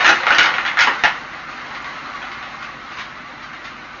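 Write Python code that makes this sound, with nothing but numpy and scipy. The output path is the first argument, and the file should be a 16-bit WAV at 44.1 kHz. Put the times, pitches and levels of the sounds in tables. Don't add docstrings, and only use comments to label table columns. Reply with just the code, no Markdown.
import sys
import numpy as np
from scipy import signal
from scipy.fft import rfft, irfft, next_fast_len
from scipy.io import wavfile
from scipy.ndimage import map_coordinates

SR = 44100
rng = np.random.default_rng(int(sys.argv[2]) if len(sys.argv) > 2 else 0)


def file_out(sig):
    cols = np.atleast_2d(sig).T
    lim = np.clip(cols, -1, 1)
    pcm = np.round(lim * 32767).astype(np.int16)
    wavfile.write(sys.argv[1], SR, pcm)


N = 176400

# t/s, level/dB, brightness/(dB per octave)
TWIG_HITS = [(.001, -20, -6), (.007, -12.5, -2.5), (.019, -19, -7.5), (.046, -8.5, -1.5), (.053, -12, 2.5),
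             (.059, -11, 4.5), (.064, -11, -2.5), (.078, -6.5, 1), (.091, -5, 0), (.097, -11.5, -2.5),
             (0.114, -27.5, -2), (0.14, -19.5, -1), (0.234, -19.5, -4), (.268, -7.5, -2.5),
             (.283, -16.5, 3), (.306, -7, -3), (.317, -13, -4), (.324, -11, 0), (.348, -12.5, 5),
             (.357, -18.5, -0.5), (.384, -3, 0.5), (.395, -7.5, 0), (.431, -14.5, 6.5), (0.443, -13, 0),
             (0.46, -10, -2.5), (.49, -15, -2), (0.54, -17.5, -1.5), (.552, -27.5, 1), (.583, -13.5, -3),
             (.612, -31, -0.5), (.652, -16, 0), (0.663, -17, 0.5), (.678, -16, 1.5), (.772, -11.5, -1),
             (.79, -9, 2.5), (0.798, -8.5, 1.5), (.808, -7, 4.5), (.814, -7.5, 2), (.827, -14, 6),
             (.846, -16.5, -5), (.872, -10.5, -4), (.885, -13.5, -5.5), (.994, -30, 2.5),
             (1.0374, -5.5, -1.5), (1.045, -12, -8.5), (1.052, -12, 0), (1.079, -20.5, -2),
             (1.749, -27.5, -1), (1.845, -26.5, -1), (2.219, -27, -3.5), (2.227, -27, -1),
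             (2.317, -27.5, 3.5), (2.427, -28.5, -2.5)]
# f/Hz, level/dB
HIT_COLOUR = [(30, -59), (100, -37.5), (160, -25.5), (210, -23.5), (310, -15), (440, -21.5), (540, -15.5),
              (750, -6.5), (1300, 0.5), (1850, 3), (2300, -3.5), (2800, -7.5), (3600, -10), (4800, -19),
              (6500, -25.5)]
# f/Hz, half width/Hz, boost for hits/dB, boost for leaves/dB
DRUM_RINGS = [(529, 19, 3.5, 6.5), (597, 12, -1.5, 3.5), (776, 30, -1, 6), (852, 18, 6.5, 3),
              (1036, 22, -0.5, 2.5), (1141, 21, -2.5, 9), (1223, 12, -3.5, 7.5), (1311, 12, -6.5, 7),
              (1425, 66, 7, 4), (1517, 58, -4.5, 2.5), (1875, 24, 3, 1.5), (2108, 57, 4.5, 4.5),
              (2570, 50, 6.5, 0.5), (2910, 50, 5, -2.5)]
# t/s, level/dB
LEAF_LEVELS = [(0, -16), (.22, -23.5), (.55, -24.5), (.75, -28), (.95, -26), (1.03, -29), (1.16, -29),
               (1.26, -33), (1.38, -31), (1.46, -34), (1.49, -30.5), (2.15, -31), (2.58, -32.5),
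               (2.77, -34.5), (2.88, -34), (3.2, -35.5), (3.7, -34.5), (4, -35)]
# f/Hz, level/dB
LEAF_COLOUR = [(60, -42), (300, -12), (450, -11), (700, -6), (1100, -0.5), (1600, -2), (1950, 0.5),
               (2400, -6), (2900, -7), (3400, -12.5), (4050, -11), (4800, -19), (6500, -23)]
# peak t/s, rise/s, fall/s, level/dB
BAG_RUSTLES = [(2.627, 0.0069, 0.02, -28.5), (2.912, 0.0075, 0.031, -30.5), (2.985, 0.011, 0.035, -24.5),
               (3.43, 0.011, 0.014, -34), (3.534, 0.0071, 0.0095, -35), (3.647, .008, 0.02, -29)]
# f/Hz, level/dB
BAG_COLOUR = [(100, -38), (600, -9), (1200, 6), (2000, 5), (3400, -2), (4800, -8.5), (6500, -15.5)]
# f/Hz, level/dB
MOTOR_TONES = [(46, -59), (60.5, -66), (117, -68), (130, -65), (145, -58.5), (226, -55.5), (248, -56),
               (620, -56)]
# f/Hz, level/dB
AIR_COLOUR = [(15, -32.5), (30, -19.5), (46, -6), (70, -5.5), (105, -8), (150, -2), (180, -5), (230, -1.5),
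              (285, 0.5), (330, -2.5), (440, -15), (1000, -13.5), (6000, -52)]
# f/Hz, time to fade by 60 dB/s
ECHO_FADES = [(150, 0.36), (600, 0.22), (1500, .25), (4000, 0.25), (7000, .22)]


def amp(db):
    return 10 ** (np.asarray(db) / 20)


def unit(x):
    return x / np.sqrt(np.mean(x ** 2) + 1e-20)


def along(points, hz):
    f, values = np.transpose(points)
    return np.interp(np.log(hz + 1), np.log(f + 1), values)


def wobble(rate):
    return map_coordinates(rng.standard_normal(size=1024), [np.arange(N) * rate / SR], mode="wrap")


def coloured(x, gain_db):
    m = 2 * next_fast_len(len(x) // 2 + 4096)
    gain = np.maximum(amp(gain_db(np.fft.rfftfreq(m, 1 / SR))), 1e-6)
    cepstrum = irfft(np.log(gain), m)
    cepstrum[1:m // 2] *= 2
    cepstrum[m // 2 + 1:] = 0
    return irfft(rfft(x, m) * np.exp(rfft(cepstrum)), m)[:len(x)]


def patter(per_s, scatter_db):
    taps = (rng.random(N) < per_s / SR) * np.sign(rng.standard_normal(N))
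    return taps * amp(scatter_db * rng.standard_normal(N))


def twig_hits(snap_s=0.0071, splinters_s=0.044, splinters_db=-7.5):
    t = np.arange(SR // 8) / SR
    out = np.zeros(N + SR)
    colour = lambda hz: along(HIT_COLOUR, hz) + drum_ring(hz)[0]
    for start, db, brightness in TWIG_HITS:
        snap = unit(rng.standard_normal(len(t)) * amp(-60 * t / snap_s))
        splinters = unit(rng.standard_normal(len(t)) * amp(-60 * t / splinters_s))
        force = snap + amp(splinters_db) * splinters
        hit = coloured(force, lambda hz: colour(hz) + brightness * np.log2(np.maximum(hz, 550)))
        hit *= np.sqrt(SR / 100) / np.linalg.norm(hit)
        out[round(start * SR):][:len(t)] += amp(db) * hit
    return out[:N]


def drum_ring(hz):
    centre, half_width, hit_db, leaf_db = np.transpose(DRUM_RINGS)
    peaks = 1 / (1 + ((hz[:, None] - centre) / half_width) ** 2)
    return peaks @ hit_db, peaks @ leaf_db


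def swirling_leaves(surge_db=-0.33):
    level_db = np.interp(np.arange(N) / SR, *np.transpose(LEAF_LEVELS)) + surge_db * wobble(35)
    taps = patter(per_s=3500, scatter_db=3)
    pelting = coloured(taps, lambda hz: along(LEAF_COLOUR, hz) + drum_ring(hz)[1])
    return amp(level_db) * unit(pelting)


def plastic_bag():
    t = np.arange(N) / SR
    swells = sum(amp(db) * np.exp(-np.maximum((peak - t) / rise, (t - peak) / fall))
                 for peak, rise, fall, db in BAG_RUSTLES)
    crinkles = patter(per_s=970, scatter_db=3.5)
    return swells * unit(coloured(crinkles, lambda hz: along(BAG_COLOUR, hz)))


def motor(swell_db=-0.5, drift_rad=0.6, air_db=-46):
    t = np.arange(N) / SR
    hum = np.zeros(N)
    for hz, db in MOTOR_TONES:
        size = np.sqrt(2) * amp(db + swell_db * wobble(17))
        phase = 2 * np.pi * (hz * t + rng.random()) + drift_rad * wobble(5.06)
        hum += size * np.sin(phase)
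    air = coloured(rng.standard_normal(N), lambda hz: along(AIR_COLOUR, hz))
    return hum + amp(air_db) * unit(air)


def yard_echoes(x, echo_db=3.5, build_s=0.0012, patterns=24, step_samples=512):
    hz, t, noise = signal.stft(rng.standard_normal((patterns, SR // 3)), SR, nperseg=256)
    fade = amp(-60 * t / along(ECHO_FADES, hz)[:, None])
    tails = signal.istft(noise * fade, SR, nperseg=256)[1]
    tails *= 1 - np.exp(-np.arange(tails.shape[1]) / SR / build_s)
    step = np.arange(N) / step_samples
    echoes = np.zeros(N)
    for k, tail in enumerate(tails):
        turn = np.maximum(1 - np.abs((step - k) % patterns - 1), 0)
        share = np.sin(np.pi / 2 * turn)
        echoes += signal.oaconvolve(x * share, tail / np.linalg.norm(tail))[:N]
    return (x + amp(echo_db) * echoes) / np.hypot(1, amp(echo_db))


def scene():
    return (yard_echoes(twig_hits() + swirling_leaves() + plastic_bag()) + motor())[None]


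def record(dry, ceiling=0.72, hardness=7, edge_hz=6780, top_hz=8134):
    m = next_fast_len(N + SR // 2)
    hz = np.fft.rfftfreq(m, 1 / SR)
    squashed = dry / (1 + np.abs(dry / ceiling) ** hardness) ** (1 / hardness)
    treble_cut = (hz < top_hz) / np.sqrt(1 + (hz / edge_hz) ** 80)
    return irfft(rfft(squashed, m) * treble_cut, m)[:, :N]


dry = scene()
out = record(dry)
file_out(out)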